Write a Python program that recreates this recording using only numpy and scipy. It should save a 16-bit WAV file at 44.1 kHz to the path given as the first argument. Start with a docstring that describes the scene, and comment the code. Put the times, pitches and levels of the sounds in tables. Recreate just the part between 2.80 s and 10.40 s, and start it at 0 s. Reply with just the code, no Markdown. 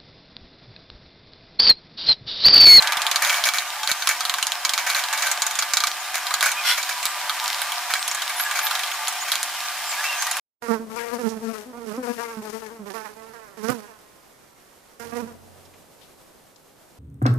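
"""Scrambled egg fries in a thin wok on a stove, stirred quickly with a plastic spatula.
Moisture bubbles and spits in the oil: random impulses, coloured by the resonances of the bowl.
Steam squeezed from under the curds gives short gliding squeals. The blade excites the modes of
the metal by impact as it chops and judders, and by stick-slip friction as it scrapes.
Thin wavering tones and a faint kitchen rumble lie underneath."""
import sys
import numpy as np
from scipy import signal
from scipy.fft import rfft, irfft
from scipy.io import wavfile

SR = 44100
rng = np.random.default_rng(int(sys.argv[2]) if len(sys.argv) > 2 else 0)


def pcm_store(signal):
    """Save signal as 16-bit PCM."""
    levels = np.round(np.clip(np.atleast_2d(signal), -1, 1) * 32767)
    wavfile.write(sys.argv[1], SR, levels.astype(np.int16).T)


N = 335071
TIME = np.arange(N) / SR

# resonances of the bowl around the frying: f/Hz, width/Hz, gain/dB
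BOWL_MODES = [(275, 14, 5), (559, 68, 9), (709, 24, 7), (753.5, 11, 4.5), (878, 13.8, 11), (974, 14.4, 10),
              (1022, 29, -4), (1099, 29, 5), (1129, 22, -7), (1194, 17, 10), (1350, 29, 7), (1427, 54, 3.5),
              (1560, 67, 8), (1683, 11, 12), (2060, 14, 7), (2450, 12, 10.5), (3177, 24, 9.5),
              (3280, 44, -7), (351, 43, 8.5), (5460, 26, 13.5), (7000, 120, 3), (11500, 440, 3)]
# modes that the blade sets ringing: f/Hz, width/Hz, gain/dB
BLADE_MODES = [(675, 21, 4), (990, 59, -4.5), (1218, 113, 5), (1544, 100, 9), (1800, 41, 3.5),
               (2280, 89, 11.5), (3267, 89, 6.5), (4180, 740, 3), (6230, 93, 7.5), (6800, 117, 7.5),
               (10980, 620, 6)]


def from_db(db):
    """Amplitude ratio of a level: a factor of ten per 20 dB."""
    return 10 ** (np.asarray(db) / 20)


def unit_rms(x):
    """Normalisation to unit mean power."""
    return x / np.sqrt(np.mean(x ** 2) + 1e-20)


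def envelopes(rows):
    """Linear interpolation of each level column at every sample."""
    times, *columns = np.transpose(rows)
    return [np.interp(TIME, times, column) for column in columns]


def level_at(spectrum, hz):
    """Interpolation of a spectrum on a logarithmic frequency axis."""
    f, db = np.transpose(spectrum)
    return np.interp(np.log(hz), np.log(f), db)


def colour(x, spectrum, modes=(), size=8192):
    """Minimum-phase filtering by a broad spectrum with resonance peaks and dips on top."""
    hz = np.maximum(np.arange(size // 2 + 1) * SR / size, 1)
    peaks_db = sum(gain / (1 + (2 * (hz - f) / width) ** 2) for f, width, gain in modes)
    cepstrum = irfft(np.log(from_db(level_at(spectrum, hz) + peaks_db)))
    cepstrum[1:size // 2] *= 2   # folding the cepstrum makes the response causal
    cepstrum[size // 2 + 1:] = 0
    response = irfft(np.exp(rfft(cepstrum)))
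    return signal.oaconvolve(np.atleast_2d(x), response[None], axes=1)[:, :x.shape[-1]]


def spread(pair):
    """Mid-side stereo from two unrelated signals: coherent in the mids, wide in the treble."""
    # stereo width: f/Hz, side minus mid/dB
    width = [(40, -15), (280, -10.5), (600, -13), (1100, -22), (2000, -15), (4000, -2.5), (8000, 0),
             (15000, 0.5)]
    mid, side = pair
    return mid + colour(side, width, size=1024) * [[1], [-1]]


def balance(right_db):
    """Left and right gains: a level difference shifts the image sideways."""
    return from_db([[-right_db / 2], [right_db / 2]])


def shot_noise(per_s, scatter_db):
    """Two Poisson trains of clicks, a few much bigger than the rest."""
    sizes = from_db(scatter_db * np.minimum(rng.exponential(1, (2, N)), 5))
    signs = rng.choice([-1, 1], (2, N))
    return unit_rms(sizes * signs * (rng.random((2, N)) < per_s / SR))


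def frying(bubble_db=-0.5, spit_db=0.5, split_hz=2500):
    """Random excitation: collapsing bubbles drive the bowl's resonances; the finest spit in the treble."""
    # vigour of the frying: t/s, bubbling level/dB, spitting level/dB
    vigour = [(0.0, -24.5, -31), (0.15, -26, -34.5), (0.57, -28.5, -29.5), (0.8, -33.5, -34.5),
              (1.33, -32, -32), (1.69, -33, -34.5), (2.29, -29.5, -31.5), (3.28, -33, -33.5),
              (3.7, -29.5, -32), (4.1, -33, -31), (4.44, -30.5, -32), (4.76, -30, -30.5),
              (5.21, -32.5, -33), (5.92, -29, -30), (6.09, -31, -31.5), (6.96, -33, -32), (7.26, -30, -30),
              (7.6, -31.5, -32.5)]
    # spectrum of the bubbles: f/Hz, level/dB
    spectrum = [(240, -61), (400, -27.5), (535, -31), (595, -14.5), (653, -13.5), (726, -8.5), (1220, -3),
                (1280, -10.5), (1820, -5.5), (2880, -8), (3510, -9), (5820, -13.5), (6890, -14),
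                (7670, -14.5), (15500, -21)]
    bubbling, spitting = envelopes(vigour)
    bubbles = spread(shot_noise(per_s=14000, scatter_db=3.0))
    fizz = colour(bubbles, spectrum, BOWL_MODES, size=16384)
    low, high = (signal.sosfilt(signal.butter(3, split_hz, kind, fs=SR, output="sos"), fizz)
                 for kind in ("low", "high"))
    return from_db(bubbling + bubble_db) * unit_rms(low) + from_db(spitting + spit_db) * unit_rms(high)


def droplet_pops(level_db=-41.0):
    """Impulse response: droplets bursting in the oil each ring the bowl, more sparsely than the fizz."""
    # spectrum of a bursting droplet: f/Hz, level/dB
    spectrum = [(200, -45), (600, -24), (1500, -4), (4000, 11), (11000, -13), (15000, -7)]
    bursts = spread(shot_noise(per_s=80, scatter_db=5.5))
    return from_db(level_db) * unit_rms(colour(bursts, spectrum, BOWL_MODES))


def narrowband_envelope(cutoff_hz, samples):
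    """Low-passed complex noise: the random amplitude and phase of a narrow band, in two channels."""
    noise = rng.standard_normal((2, samples)) + 1j * rng.standard_normal((2, samples))
    slow = signal.sosfilt(signal.butter(2, cutoff_hz, fs=SR, output="sos"), noise)
    return unit_rms(slow.view(float)).view(complex)


def steam_squeals(relative_width=0.0074, hiss_db=-6.0, hiss_widening=6.4, sag_octaves=0.0985,
                  faint_count=100, faint_db=-42.0, faint_octaves=0.144):
    """Flow-driven whistles in a halo of hiss swell and glide as the gap under the egg changes."""
    # steam escaping from under the curds: middle t/s, duration/s, f/Hz, glide/octaves, level/dB
    leaks = [(0.14, 0.35, 920, 0.05, -40), (0.581, 0.25, 706, -0.2, -41), (0.99, 0.21, 855, 0.2, -37),
             (1.211, 0.12, 6360, -0.13, -40), (3.793, 0.082, 2480, -0.11, -32),
             (4.262, 0.12, 7880, 0.12, -38), (5.212, 0.091, 8230, 0.23, -37),
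             (5.607, 0.11, 11500, 0.27, -30), (5.67, 0.063, 1675, -0.088, -32.5),
             (5.855, 0.073, 12130, 0.03, -28), (6.42, 0.053, 6820, 0.27, -35.5),
             (7.10, 0.082, 7530, 0.012, -34), (7.204, 0.082, 1710, 0.1, -32.5),
             (7.302, 0.17, 2730, -0.014, -30), (7.419, 0.15, 6340, -0.07, -34.5),
             (7.492, 0.072, 1940, 0.13, -31.5)]
    faint_leaks = [
        (when * N / SR, 0.025 + 0.049 * length, 1300 * 6 ** pitch, faint_octaves * (2 * bend - 1), faint_db)
        for when, length, pitch, bend in rng.random((faint_count, 4))]
    out = np.zeros((2, N))
    for middle, length, pitch_hz, glide, db in list(leaks) + faint_leaks:
        at = np.flatnonzero(np.abs(TIME - middle) < length / 2)
        along = 2 * (TIME[at] - middle) / length
        # the pitch sags at both ends, where the steam is weak
        hz = pitch_hz * 2 ** (glide * along / 2 - sag_octaves * along ** 2)
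        core = narrowband_envelope(relative_width * pitch_hz, len(at))
        hiss = narrowband_envelope(relative_width * hiss_widening * pitch_hz, len(at))
        tone = np.real((core + from_db(hiss_db) * hiss) * np.exp(2j * np.pi * np.cumsum(hz) / SR))
        out[:, at] += from_db(db) * np.cos(along * np.pi / 2) * unit_rms(tone)
    return spread(out)


def wavering_tones(waver_hz=1.99, flutter=0.19, fade_s=0.26, knots=70):
    """Slow random modulation of frequency and amplitude makes nearly pure tones waver."""
    # thin tones ringing through the frying: f/Hz, start t/s, end t/s, level/dB
    tones = [(345, -0.3, 8.0, -68), (713, -0.3, 8.0, -48), (753, -0.3, 8.0, -48), (4879, -0.3, 8.0, -53),
             (983, 3.72, 5.1, -41)]
    knot_times = np.linspace(0, N / SR, knots)
    out = np.zeros(N)
    for hz, start, end, db in tones:
        wander, swell = (np.interp(TIME, knot_times, row) for row in rng.standard_normal((2, knots)))
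        fade = np.clip(np.minimum(TIME - start, end - TIME) / fade_s, 0, 1)
        tone = np.sqrt(2) * np.sin(2 * np.pi * np.cumsum(hz + waver_hz * wander) / SR)
        out += from_db(db) * fade * (1 + flutter * swell) * tone
    return out


def kitchen_rumble(level_db=-61.5):
    """Stationary noise of stove and kitchen, its power mostly at low frequencies."""
    # spectrum of the rumble: f/Hz, level/dB
    spectrum = [(20, 3), (43, -0.5), (70, -1), (140, -8), (270, 1.5), (350, -3.5), (450, -7), (900, -19.5)]
    return from_db(level_db) * unit_rms(colour(spread(rng.standard_normal((2, N))), spectrum))


def judder_strikes(quickening=0.025, scatter_db=1.62):
    """Contact chatter: the pushed blade bounces in slightly quickening runs that swell or die away."""
    # runs: first t/s, last t/s, bounces, crack level/dB, rattle level/dB, swell/dB, contact f/Hz
    judders = [(0.024, 0.314, 7, -2.5, -28, 2.5, 3520), (0.449, 0.5437, 3, -2, -30, -1.5, 3420),
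               (0.6395, 0.785, 4, 0, -27.5, -2.5, 4540), (1.033, 1.1156, 3, -1.5, -30, 6.5, 4320),
               (1.4073, 1.54, 4, -3.5, -31, 1, 3920), (1.8503, 1.9782, 4, -2, -27.5, -1, 5500),
               (2.1008, 2.2386, 4, -4, -30.5, -3, 3250), (2.3278, 2.514, 5, -10, -27, 3, 7000),
               (2.6205, 2.755, 4, -4, -30.5, -9, 7400), (2.936, 3.071, 5, -1.5, -27, -4.5, 5440),
               (5.279, 5.348, 3, -7, -33, 1, 8050), (5.8683, 6.116, 7, -10, -33.5, -1, 3130),
               (6.2816, 6.3257, 2, -7.5, -30.5, -4, 7900), (7.423, 7.513, 3, -6, -30, -1.5, 9000)]
    strikes = []
    for first, last, count, crack_db, rattle_db, swell_db, hz in judders:
        for along in np.linspace(0, 1, round(count)):
            t = first + (last - first) * along * (1 + quickening * (1 - along))
            force_db = swell_db * (along - .5) + scatter_db * rng.standard_normal()
            strikes.append((t, crack_db + force_db, rattle_db + force_db, hz))
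    return strikes


def contact_spectrum(contact_hz, hump_db=7, hump_octaves=0.55):
    """The contact shapes the force spectrum: the blade's flat knocks low, its edge and tip snap high."""
    # dulling by the soft plastic edge: f/Hz, gain/dB
    softness = [(1600, 0.5), (4400, -1), (7200, -4), (11500, -6)]
    hz = np.geomspace(800, 15000, 30)
    hump = np.exp(-(np.log2(hz / contact_hz) / hump_octaves) ** 2)
    return np.column_stack([hz, level_at(softness, hz) + hump_db * hump])


def blade_impacts(crack_gain_db=-1.0, tilt_db_per_octave=2.57, rebound_db=-16.0, rebound_t60=0.0042,
                  rattle_gain_db=15.0, rattle_t60=0.048, rise_s=0.00066, spot_db=3.5, spot_width=0.16):
    """Impact excitation: a crack with tiny rebounds, then a damped rattle as waves cross the wall."""
    # single strikes on the pan: t/s, crack level/dB, rattle level/dB, contact f/Hz
    strikes = [(0.359, -0.5, -22.5, 4660), (0.4246, -0.5, -42, 11100), (1.2225, -8, -33.5, 4000),
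               (1.2731, 2.5, -24.5, 4400), (1.291, 1.5, -30, 8500), (1.5846, -7.5, -29, 1280),
               (1.6273, 1.5, -26.5, 7500), (1.6692, -2, -30, 5950), (1.7202, -1.5, -35, 3700),
               (2.7892, -4, -23.5, 6800), (2.824, -3.5, -26.5, 4300), (3.3558, -1, -40, 11000),
               (3.4684, -8, -35, 4500), (3.5073, -14, -29.5, 1300), (3.5401, 0, -24, 4400),
               (3.6088, 0, -27, 4000), (3.628, -1.5, -29, 9500), (3.6592, -7, -26, 9000),
               (3.7176, -4.5, -30, 7300), (4.029, -8, -31, 4970), (4.0912, -16, -28, 1700),
               (4.229, -8, -29, 2500), (4.2551, 2.5, -28.5, 11000), (4.496, -5, -27.5, 3500),
               (4.642, -8.5, -34, 7500), (4.6796, -2, -34, 10900), (4.8186, 1.5, -30, 11300),
               (4.9208, -5.5, -36, 11100), (5.1027, -13, -30.5, 1600), (5.1382, 2, -28, 4600),
               (5.1541, -11, -32, 1700), (5.4191, -14, -28, 2490), (5.4947, -15, -29.5, 1900),
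               (5.5975, -22, -30.5, 1600), (5.712, -8, -28, 2000), (5.7896, -10, -26.5, 1700),
               (6.5183, -2.5, -24.5, 4000), (6.5557, -2, -36, 3800), (6.6303, -2, -34, 7900),
               (7.569, -5.5, -32.5, 10100)]
    # spectrum common to all strikes: f/Hz, level/dB
    spectrum = [(100, -33.5), (420, -25.5), (650, -11.5), (1150, 2.5), (2000, -6), (4000, -3), (5200, -7),
                (7400, -5.5), (9300, -9), (11200, -6.5), (15000, -12.5)]
    size = 4096
    age = np.arange(size) / SR
    cracks, rattles = np.zeros((1, N + size)), np.zeros((2, N + size))
    tilt = [(hz, tilt_db_per_octave * np.log2(hz / 1000)) for hz in (1000, 8000)]
    rattle_envelope = from_db(-60 * age / rattle_t60) * (1 - np.exp(-age / rise_s))
    for t, crack_db, rattle_db, contact_hz in list(strikes) + judder_strikes():
        push = (age == 0) + rng.standard_normal(size) * from_db(rebound_db - 60 * age / rebound_t60)
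        waves = rng.standard_normal((2, size)) * rattle_envelope
        # every spot on the wall favours other partials
        spot_hz = np.exp(rng.uniform(np.log(1000), np.log(12000), size=10))
        spot_modes = [(hz, spot_width * hz, spot_db * rng.standard_normal()) for hz in spot_hz]
        excitation = np.vstack([colour(push, tilt, size=256), waves])
        contact = colour(excitation, contact_spectrum(contact_hz), spot_modes, size=1024)
        crack, *rattle = colour(contact, spectrum, BLADE_MODES, size=size)
        at = round(t * SR)
        cracks[:, at:at + size] += from_db(crack_db + crack_gain_db) * crack / np.abs(crack).max()
        rattles[:, at:at + size] += from_db(rattle_db + rattle_gain_db) * np.array(rattle)
    return cracks[:, :N] * balance(right_db=3.5) + spread(rattles[:, :N])


def kitchen_reflections(x, wet_db=-11.5, t60=0.08, delay_s=0.0047):
    """Reverberation: diffuse reflections from the stove and the walls decay exponentially."""
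    age = np.arange(SR // 2) / SR
    tail = rng.standard_normal((2, len(age))) * from_db(-60 * age / t60) * (age > delay_s)
    tail /= np.linalg.norm(tail[0])
    return from_db(wet_db) * spread(signal.oaconvolve(x.mean(axis=0)[None], tail, axes=1)[:, :N])


def wok_thuds(hz=216.0, t60=0.0096):
    """Heavily damped oscillation: the jolted pan comes to rest within a cycle or two."""
    # heavy strokes jolt the wok on its stand: t/s, level/dB
    jolts = [(0.172, -32), (0.36, -38), (1.117, -28), (1.273, -42), (1.497, -41), (1.627, -32),
             (5.138, -35)]
    out = np.zeros(N)
    age = np.arange(SR // 10) / SR
    for t, db in jolts:
        at = round(t * SR)
        out[at:at + len(age)] += from_db(db - 60 * age / t60) * np.sin(2 * np.pi * hz * age)
    return out


def blade_scrapes(gain_db=5.0, easing_db=6, release_s=0.012, tilt_db_per_octave=2, pivot_hz=2500):
    """Stick-slip friction: dense uneven slips drive the modes, weakening as the pressure eases."""
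    # slides of the blade over the metal: start t/s, duration/s, level/dB
    strokes = [(0.42, 0.17, -25), (0.653, 0.029, -20), (0.742, 0.08, -28), (1.087, 0.025, -23.5),
               (1.288, 0.037, -23.5), (1.984, 0.041, -29), (2.064, 0.071, -27.5), (2.152, 0.049, -25.5),
               (2.333, 0.019, -27), (2.385, 0.033, -28.5), (2.427, 0.1, -28.5), (3.342, 0.04, -28),
               (3.625, 0.078, -23), (3.978, 0.017, -24.5), (4.096, 0.028, -30.5), (5.104, 0.08, -32),
               (5.753, 0.039, -28), (6.481, 0.019, -30.5), (6.528, 0.039, -31), (7.113, 0.023, -31),
               (7.242, 0.015, -28.5)]
    # spectrum of the scraped metal: f/Hz, level/dB
    spectrum = [(100, -26), (420, -31.5), (580, -1.5), (1000, -4.5), (1600, 4), (2300, 2), (3200, -10),
                (6500, -8), (9200, -20), (11200, -16), (15000, -19)]
    slips = shot_noise(per_s=3000, scatter_db=3.5)
    tilt = [(hz, tilt_db_per_octave * np.log2(hz / pivot_hz)) for hz in (800, 15000)]
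    drag = np.zeros((2, N))
    for start, length, db in strokes:
        span = slice(round(start * SR), round((start + length + 10 * release_s) * SR))
        age = TIME[span] - start
        release = np.exp(-np.maximum(age - length, 0) / release_s)
        pressure = from_db(db - easing_db * age / length) * release
        drag[:, span] += colour(slips[:, span] * pressure, tilt, size=256)
    body_gain = np.std(colour(spread(slips[:, :SR]), spectrum, BLADE_MODES))
    return from_db(gain_db) / body_gain * colour(spread(drag), spectrum, BLADE_MODES)


def blade_sweep():
    """Sliding friction: fine, fast slips merge into a swish that resonates in the blade."""
    # one long, light sweep over the wall: t/s, level/dB
    swell = [(3.80, -67), (3.85, -25), (3.888, -16), (3.925, -19.5), (3.96, -30.5), (4.01, -60)]
    # spectrum of the swish: f/Hz, level/dB
    spectrum = [(200, -42), (500, -28), (900, -17), (1400, -6), (3400, -1), (5300, -11.5), (7500, -12),
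                (12500, -13.5), (15500, -23)]
    # resonances of the sweeping blade: f/Hz, width/Hz, gain/dB
    modes = [(1450, 170, 11), (2053, 58, 13), (3470, 140, 9), (3700, 200, -11), (4130, 240, 6),
             (4700, 170, 7), (5500, 210, 15)]
    level_db, = envelopes(swell)
    slips = spread(shot_noise(per_s=9000, scatter_db=2.5))
    return from_db(level_db) * unit_rms(colour(slips, spectrum, modes))


def scene():
    """Superposition of spatula and frying, slightly right of centre, over a faint rumble."""
    spatula = blade_impacts() + blade_scrapes()
    egg = frying() + droplet_pops() + steam_squeals()
    rumble = kitchen_rumble()
    pan = spatula + kitchen_reflections(spatula) + blade_sweep() + wok_thuds() + egg + wavering_tones()
    return pan * balance(right_db=0.4) + rumble


def record(dry):
    """Clipping and band limiting: peaks stop at full scale, then a steep low-pass cuts the top."""
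    cutoff_hz = 15450
    lowpass = signal.ellip(10, .1, 70, cutoff_hz, fs=SR, output="sos")
    return signal.sosfilt(lowpass, np.clip(dry, -1, 1))


dry = scene()
out = record(dry)
pcm_store(out)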